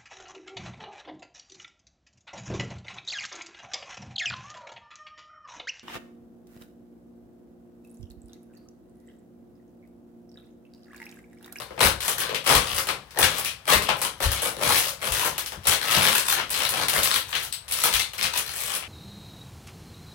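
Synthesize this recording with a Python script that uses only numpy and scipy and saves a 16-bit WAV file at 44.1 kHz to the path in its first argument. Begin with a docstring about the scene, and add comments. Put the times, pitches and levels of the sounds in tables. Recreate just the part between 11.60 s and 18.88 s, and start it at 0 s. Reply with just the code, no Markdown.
"""Thin plastic crackles in swarms of tiny clicks and single loud snaps as bare feet tread empty bottles.
Clicks and snaps excite band-wise noise responses of the shell and of a small hard-walled room.
Some panels ring as they flip: clusters of close, decaying sines. Heels bottom out on a wooden floor
with a thud: short pushes into resonant modes. Low rumble and faint hiss, shaped noise, lie beneath.
Two microphone ports colour the sound, each in its own way."""
import sys
import numpy as np
from scipy import signal
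from scipy.fft import rfft, irfft
from scipy.io import wavfile
from scipy.ndimage import uniform_filter1d

SR = 44100
rng = np.random.default_rng(int(sys.argv[2]) if len(sys.argv) > 2 else 0)


def master_out(mix):
    """Clip the mix to full scale and print it as 16-bit PCM to the path in sys.argv[1]."""
    frames = np.transpose(np.atleast_2d(mix))
    ceiling = np.clip(frames, -1, 1)
    pcm = np.round(ceiling * 32767).astype(np.int16)
    wavfile.write(sys.argv[1], SR, pcm)


N = 321048

# likeness of left and right in a diffuse field: freq_hz, correlation
PORT_LIKENESS = [(120, 0.98), (300, 0.72), (700, 0.55), (1500, 0.2), (3000, 0.067), (15000, 0.019)]


def bottles(colour_db=4.0, snap_colour_db=1.5, direct_db=-9.0, room_db=-8.5, snap_direct_db=-12.0,
            snap_room_db=-10.0, flip_db=-3.5, snap_flip_db=-2.0, count=7):
    """Each buckle strikes the shell with a colour of its own; the room answers band by band."""
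    # single loud buckles: start_s, level_db, hollow_db, sharp_db
    snaps = [(0.1062, -45, 18.5, -8.5), (0.1778, -32, 12, -20), (0.2053, -14, 5, -4.5),
             (0.405, -23, -14.0, -3.5), (0.4799, -21.0, 1.0, 5.5), (0.582, -28, -11.0, 7.5),
             (0.6035, -22, -21, 1.5), (0.6927, -22.5, -6, -14.5), (0.7456, -14.5, -18, -13.5),
             (0.842, -36, -11.5, 0), (0.865, -18, 0, 0), (0.899, -14, 8.5, 1), (0.951, -12, -4, -2.5),
             (1.2702, -25.5, -1.5, 1), (1.288, -18, 1.0, -7), (1.5072, -40.5, -8, -1.5),
             (1.5876, -26, 12.5, 14.5), (1.6292, -10.5, -5.5, -2.5), (1.7825, -32.5, -17, 14),
             (1.8474, -23, -6.5, 3), (2.078, -23.5, 7, -2), (2.2217, -24.5, 2, -0.5),
             (2.2898, -14, 1.5, -12.5), (2.4156, -26.5, 3, 9), (2.6035, -29, 9.5, 2), (2.631, -24, 0, 2),
             (2.717, -24, -1.5, 6), (2.8192, -28, 2, 7), (3.0123, -31, 11, -1.5), (3.0231, -25.5, 6, 2),
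             (3.1067, -18.5, 2.5, -21), (3.4162, -30.5, -1, -3.5), (3.521, -21.5, -9, 4.0),
             (3.6512, -28.5, 11.5, 7.5), (3.7803, -22.5, -3.5, 4.0), (3.8607, -26.5, -12.5, 0.5),
             (3.92, -32.5, 5.0, -2), (4.054, -38, 14, -4.5), (4.0713, -16.5, -4, 6.5),
             (4.3113, -15, -13, -2.5), (4.375, -23, 10.5, -4.5), (4.9029, -34, -3.5, 15),
             (4.942, -17.5, -30, -8.5), (5.002, -19.0, -6, -11), (5.0907, -24.5, -2.5, 8),
             (5.2832, -16, -9.5, 0.5), (5.4334, -18, -15, 4.5), (5.728, -18.5, -8.5, -18),
             (5.7517, -13, -16.5, -13.5), (5.8291, -39, -1, 16), (5.9262, -24.5, -22, -1.5),
             (6.0806, -32.5, -14, -5.0), (6.1218, -20.5, -30, 3), (6.2374, -22, -0.5, 11.0),
             (6.338, -13.5, -17, -2.0), (6.5339, -30.5, -5.5, -2), (6.5805, -30.5, -2.5, 3.5),
             (6.6271, -18.0, -16, -1), (6.775, -20, -26, 3.5), (7.004, -31.5, -15.5, 9),
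             (7.1505, -27.5, -5, 7)]
    click_t60_s, snap_t60_s = .011, .032
    band_centres_hz = 1000 * 2 ** (np.arange(-13, 13) / 3)

    click_at, click_db = crackle()
    in_or_out = rng.choice([-1, 1], len(click_at))
    snap_s, *snap_colour = np.transpose(snaps)
    snap_at = (snap_s * SR).astype(int)
    snap_db = range_levels(*snap_colour)
    snap_size = np.sqrt(.01 * SR)  # table levels refer to 10 ms

    out = np.zeros((2, N))
    for hz in band_centres_hz:
        rooms = room_responses(hz, count)

        colour = colour_db * rng.standard_normal(len(click_at))
        clicks = np.zeros(N)
        clicks[click_at] = in_or_out * from_db(strength_db(click_db, hz) + colour)
        near = from_db(direct_db) * shell_responses(hz, click_t60_s, flip_db, count)
        out += swarm(clicks, near, from_db(room_db) * rooms)

        # successive snaps cycle through the spots of the shell
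        colour = snap_colour_db * rng.standard_normal(len(snaps))
        sizes = snap_size * from_db(strength_db(snap_db, hz) + colour)
        shells = shell_responses(hz, snap_t60_s, snap_flip_db, count)
        for k, (start, size) in enumerate(zip(snap_at, sizes)):
            add(out, start, size * from_db(snap_direct_db) * shells[k % count])
            add(out, start, size * from_db(snap_room_db) * rooms[k % count])
    return out


def crackle(per_s=260, crowding=.3, size_db=3.0, share_s=.028):
    """Small buckles come at random, thicker under pressure: their samples and three strengths in dB."""
    s, ranges_db = foot_pressure()
    sample_s = np.arange(N) / SR
    pressure_db = np.transpose([np.interp(sample_s, s, r) for r in ranges_db.T])
    # per_s is the rate at a wall strength of -28 dB
    rate = per_s * from_db(crowding * (pressure_db[:, 1] + 28))
    at = np.flatnonzero(rng.random(N) < rate / SR)
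    power = np.zeros(N)
    power[at] = from_db(size_db * np.minimum(rng.exponential(1, len(at)), 4)) ** 2
    # buckles close in time share the work that the foot does
    shared = uniform_filter1d(power, int(share_s * SR))
    share_db = 10 * np.log10(power[at] / shared[at])
    return at, pressure_db[at] + share_db[:, None]


def foot_pressure():
    """Body, wall and crease strengths in dB, each ms: crumples build, swell under weight, stop, settle."""
    # a stretch of bottle gives way under the foot: start_s, length_s, level_db, hollow_db, sharp_db
    crumples = [(0.0, 0.0049, -36.5, 4, 1), (0.216, 0.048, -22, 1.5, 0.5), (0.43, 0.084, -33.5, -4.5, 2),
                (0.578, 0.073, -31.0, -3.5, -13), (0.691, 0.044, -46.5, 15.5, -16),
                (0.873, 0.083, -22.0, 1.5, -3.5), (0.987, 0.14, -33, -4, -5.0),
                (1.159, 0.033, -29.0, -1.5, 3.5), (1.57, 0.023, -32.5, 6.5, -7),
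                (1.613, 0.032, -19.0, -7, -7.5), (1.685, 0.11, -32, -2.5, -5.5),
                (1.851, 0.037, -31.0, -17, -8), (2.092, 0.047, -19.5, 1.5, -1.5),
                (2.15, 0.15, -33.5, -23, -19), (2.363, 0.028, -47.5, 6.0, 6),
                (2.42, 0.029, -30.0, -3.5, -0.5), (2.624, 0.021, -26.5, 0, -1), (2.69, 0.1, -31.0, -8, -7),
                (2.833, 0.038, -30.5, 3, 2.5), (2.963, 0.041, -47, 15, 2.5), (3.029, 0.069, -27.0, 3.5, 0),
                (3.107, 0.081, -25, -6.5, 2), (3.193, 0.095, -31, -7.5, 0.5), (3.429, 0.046, -32.5, 3, 1),
                (3.519, 0.15, -29.0, -3, 0.5), (3.732, 0.086, -41.5, -3, -18),
                (4.069, 0.065, -23.5, -5, -2.5), (4.213, 0.078, -29.5, -2, -3),
                (4.307, 0.07, -21.5, -5.5, -5.0), (4.416, 0.068, -22.5, -1.5, -1.5),
                (4.523, 0.062, -24, -7.5, 1.5), (4.669, 0.056, -23.5, -8.5, -0.5),
                (4.765, 0.035, -25, -4.5, -15.5), (4.899, 0.079, -31.0, -6, -2.5),
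                (4.973, 0.07, -32, -0.5, 0.5), (5.034, 0.021, -24, -24, -12.5),
                (5.128, 0.11, -28.5, 0.5, -5.5), (5.334, 0.053, -27.5, 2.0, 1.5),
                (5.43, 0.14, -25.5, -8.5, -2.5), (5.683, 0.17, -39.5, -7, -1.0),
                (6.101, 0.12, -33.5, -7.5, 2.5), (6.239, 0.029, -23.0, -5, -3),
                (6.325, 0.074, -24, -14, -5), (6.597, 0.06, -24.5, -10.5, -9.5),
                (6.736, 0.042, -27.5, -8.5, -4), (6.865, 0.044, -33.5, -13, -3.5),
                (6.941, 0.13, -35.0, -8, 2.5), (7.085, 0.073, -32, -6, -4), (7.204, 0.2, -37.5, -7.5, -20)]
    build_db_per_s, swell_db, stop_db_per_s = 683, 2.5, 619
    settle_db, settle_db_per_s = -23, 180  # the creased plastic settles far more quietly

    t = np.arange(0, N / SR, .001)
    start_s, length_s, *colour = np.transpose(crumples)
    age = t[:, None] - start_s
    before = np.maximum(-age, 0)
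    after = np.maximum(age - length_s, 0)
    swell = swell_db * (np.clip(age / length_s, 0, 1) - .5)
    attack = from_db(swell - build_db_per_s * before)
    stop = from_db(-stop_db_per_s * after)
    settle = from_db(settle_db - settle_db_per_s * after)
    release = np.maximum(stop, settle)
    power = (attack * release) ** 2 @ from_db(range_levels(*colour)) ** 2
    return t, 10 * np.log10(power + 1e-12)


def range_levels(level_db, hollow_db, sharp_db):
    """Body, wall and crease strengths: trapped air makes a buckle hollow, a tight fold makes it sharp."""
    return np.stack([level_db + hollow_db, level_db, level_db + sharp_db], axis=-1)


def strength_db(ranges_db, hz):
    """Blend the body, wall and crease strengths of each buckle for one band."""
    # centres of body, wall and crease sound: freq_hz
    ranges_hz = [640, 3360, 10100]
    # colour of every buckle, relative to the strength of its range: freq_hz, third_octave_db
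    plastic = [(60, -5), (125, 4.5), (250, -4.5), (400, -2.5), (500, 1), (630, -2.5), (1100, 1), (2000, -1),
               (2600, -1), (3400, 0), (5000, -2), (10000, -0.5), (15000, -3.5)]
    rows = np.eye(len(ranges_hz))
    weights = [np.interp(np.log(hz), np.log(ranges_hz), row) for row in rows]
    return ranges_db @ weights + at_hz(plastic, hz)


def shell_responses(hz, t60_s, flip_db, count):
    """A wall flips with one sharp pulse, then crowded, damped modes ring; one band, several spots."""
    t = np.arange(SR // 20) / SR
    response = unit_energy(stereo_noise(hz, len(t), count) * from_db(-60 * t / t60_s))
    # the pulse reaches the right port two samples later with each further spot
    response[:, 0, 0] += from_db(flip_db)
    response[np.arange(count), 1, 2 * np.arange(count)] += from_db(flip_db)
    return unit_energy(third_octave(response, hz))


def swarm(clicks, near, room, count=48):
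    """The bottle deforms as it gives way, so stretches of clicks take the modes and paths in turn."""
    responses = room.copy()
    responses[..., :near.shape[-1]] += near
    stretches = np.pad(clicks, (0, -N % count)).reshape(count, 1, -1)
    spots = np.arange(count) % len(responses)
    sounds = signal.fftconvolve(stretches, responses[spots], axes=2)
    out = np.zeros((2, N))
    for k, sound in enumerate(sounds):
        add(out, k * stretches.shape[-1], sound)
    return out


def panels(room_db=0.0, spread=0.056, count=5):
    """A flipping panel rings in close modes, each port in phases of its own; the room rings on."""
    # panels that ring as they flip: start_s, pitch_hz, level_db, t60_s
    flips = [(.109, 480, -25, .09), (.179, 560, -33, .07), (.235, 1070, -20, 0.058),
             (.618, 1640, -21, 0.11), (.64, 510, -24, .07), (.694, 462, -14, 0.075),
             (.728, 525, -16.5, .08), (.925, 506, -8, 0.052), (.951, 1153, -9.5, .09),
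             (1.287, 2400, -21.5, 0.065), (1.567, 548.7, -19, .06), (1.612, 2401, -22, .04),
             (1.859, 2470, -20.5, .09), (2.094, 1127, -10, .17), (2.289, 818, -7.5, 0.031),
             (2.29, 584, -12.5, 0.027), (2.29, 1015, -10, .04), (2.452, 1020, -19, 0.08),
             (2.605, 539.6, -18.5, .2), (2.829, 504, -14, 0.066), (2.865, 550, -19, .06),
             (3.012, 569.4, -15, .15), (3.105, 844, -9, .03), (3.145, 1710, -15.5, 0.069),
             (3.268, 549.7, -22, 0.11), (3.437, 541.6, -19, .08), (3.625, 985, -18.5, .2),
             (4.455, 1683, -14.5, 0.078), (5.054, 3696, -16, 0.031), (5.36, 597.8, -18, 0.13),
             (5.36, 1095, -18, .06), (5.9247, 4240, -19, .015), (5.9258, 8250, -17, .025),
             (6.239, 1319, -15, .06), (6.255, 918.5, -14.5, 0.052)]
    out = np.zeros((2, N))
    t = np.arange(SR // 4) / SR
    for s, hz, db, t60_s in flips:
        offsets = spread * np.linspace(-1, 1, count)
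        jitter = spread / count * rng.standard_normal(count)
        modes_hz = hz * (1 + offsets + jitter)
        phases = rng.uniform(0, np.pi, (2, 1, count))
        cluster = np.sin(2 * np.pi * t[:, None] * modes_hz + phases).sum(axis=-1)
        dying = from_db(db - 60 * t / t60_s)
        size = np.linalg.norm(dying) / 2
        tone = unit_energy(cluster * dying)
        room = room_responses(hz, count=1)[0]
        echo = unit_energy(signal.fftconvolve(tone, room, axes=1))
        add(out, int(s * SR), size * tone)
        add(out, int(s * SR), size * from_db(room_db) * echo)
    return out


def footfalls():
    """A soft heel pushes the boards: short contact wakes higher modes, only full weight the lowest."""
    # feet landing on the boards: start_s, level_db, contact_s, lowest_hz
    steps = [(0.252, -18.5, 0.0052, 40), (0.955, -17.5, 0.01, 36), (1.13, -26, 0.0083, 70),
             (1.63, -21.5, 0.0024, 70.5), (2.151, -19.5, 0.0094, 39.97), (2.655, -10.5, 0.0092, 36),
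             (3.07, -27, 0.0035, 100), (3.508, -22, 0.012, 34), (3.973, -30.5, 0.0029, 80),
             (4.077, -24, 0.0053, 70.07), (4.369, -14, 0.0029, 150), (5.191, -34, 0.0023, 110),
             (5.559, -40, 0.0066, 50), (5.381, -30.5, 0.0038, 54.9), (6.341, -23.5, 0.014, 33.9),
             (6.641, -34.5, 0.0043, 71.6)]
    # modes of the wooden floor: pitch_hz, level_db, undamped t60_s
    boards = [(45, 17, 0.12), (64, 12.5, 0.42), (72, 29, 0.065), (96, 17.5, 0.36), (132.6, 11.5, 0.66),
              (200.62, 9, .2), (321.6, 1, .2)]
    force = np.zeros(N)
    for s, db, contact_s, lowest_hz in steps:
        push = np.pad(np.hanning(int(contact_s * SR)), (0, SR // 4))
        high_pass = signal.butter(2, lowest_hz, "high", fs=SR, output="sos")
        push = signal.sosfilt(high_pass, push / push.sum())
        add(force, int(s * SR), from_db(db) * push)

    out = np.zeros(N)
    for k, (hz, db, t60_s) in enumerate(boards):
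        # the standing foot damps the boards: t60 is at most 30 cycles
        damped_t60_s = min(t60_s, 30 / hz)
        out += (-1) ** k * from_db(db) * ring(force, hz, damped_t60_s)
    return out


def ring(force, hz, t60_s):
    """A damped two-pole resonator: a unit click sets a sine of height about 1 ringing."""
    r = from_db(-60 / (t60_s * SR))
    w = 2 * np.pi * hz / SR
    return signal.lfilter([0, np.sin(w)], [1, -2 * r * np.cos(w), r * r], force + 1e-18)


def room_responses(hz, count, gap_s=0.0008, build_s=0.011):
    """Wall echoes in one band, from several places: they thicken after a short gap, then die away."""
    # reverberation: freq_hz, t60_s
    room_t60 = [(100, 0.54), (500, 0.37), (1200, 0.28), (3500, 0.28), (9000, 0.24), (15000, 0.17)]
    t = np.arange(SR // 3) / SR
    decay = from_db(-60 * t / at_hz(room_t60, hz))
    shape = np.clip((t - gap_s) / build_s, 0, 1) * decay
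    return unit_energy(third_octave(stereo_noise(hz, len(t), count) * shape, hz))


def room_tone():
    """Low rumble of the building under a faint hiss: noise shaped in level and stereo likeness."""
    # quiet of the room: freq_hz, third_octave_db
    quiet = [(30, -82), (55, -39), (80, -37.5), (125, -38), (300, -63), (1000, -58.5), (4000, -65),
             (15000, -72)]
    hz = np.maximum(np.arange(N // 2 + 1) * SR / N, 1)
    band_width_hz = hz * (2 ** (1 / 6) - 2 ** (-1 / 6))
    mid, side = rfft(rng.standard_normal((2, N)))
    field = two_ports(hz, mid, side)
    density = from_db(at_hz(quiet, hz)) * np.sqrt(SR / 4 / band_width_hz)
    low_cut = np.minimum(hz / 30, 1) ** 2
    return irfft(field * density * low_cut, N)


def two_ports(hz, mid, side):
    """Mix sum and difference noise so that the ports are as alike as a diffuse field is at hz."""
    alike = np.clip(at_hz(PORT_LIKENESS, hz), -1, 1)
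    return np.sqrt(1 + alike) * mid + np.sqrt(1 - alike) * side * [[1], [-1]]


def stereo_noise(hz, size, count):
    """Several draws of white noise at two ports, correlated as at hz."""
    mid, side = rng.standard_normal((2, count, 1, size))
    return two_ports(hz, mid, side)


def third_octave(x, hz):
    """Causal band-pass around hz."""
    edges_hz = hz * 2 ** (np.array([-1, 1]) / 6)
    return signal.sosfilt(signal.butter(2, edges_hz, "band", fs=SR, output="sos"), x)


def unit_energy(x):
    """Scale each channel to energy 1."""
    return x / np.sqrt(np.sum(x ** 2, axis=-1, keepdims=True) + 1e-20)


def from_db(db):
    """Decibels to gain."""
    return 10 ** (np.asarray(db) / 20)


def at_hz(points, hz):
    """Read a spectrum on a log-frequency axis."""
    f, value = np.transpose(points)
    return np.interp(np.log(hz), np.log(f), value)


def add(out, start, sound):
    """Mix a sound in from a given sample."""
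    out[..., start:start + sound.shape[-1]] += sound[..., :N - start]


def scene():
    """Bottles, floor and room together."""
    return bottles() + panels() + footfalls() + room_tone()


def record(dry):
    """Each port has its own treble resonances; peaks are rounded and the top is cut."""
    # responses of the two microphone ports: freq_hz, gain_db
    left_port = [(28, -32), (45, -18), (100, -23), (700, -3), (2500, 2), (5000, 2.5), (6600, 0.5),
                 (7350, -1.5), (7950, 4), (9000, 1.5), (11000, 1), (15500, 3.5)]
    right_port = [(28, -37), (45, -26), (100, -27.5), (700, -9.5), (2700, -6), (5000, -7.5), (6600, -13.5),
                  (7900, -20), (9000, -6.5), (10300, 4.5), (12000, -1.5), (14000, -3), (16000, -18)]
    cutoff_hz = 15900
    hz = np.maximum(np.arange(N // 2 + 1) * SR / N, 1)
    gains = from_db([at_hz(left_port, hz), at_hz(right_port, hz)])
    coloured = irfft(rfft(dry) * gains, N)
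    rounded = .9 * np.tanh(coloured / .9)
    low_pass = signal.ellip(12, .2, 80, cutoff_hz, fs=SR, output="sos")
    return signal.sosfilt(low_pass, rounded)


dry = scene()
out = record(dry)
master_out(out)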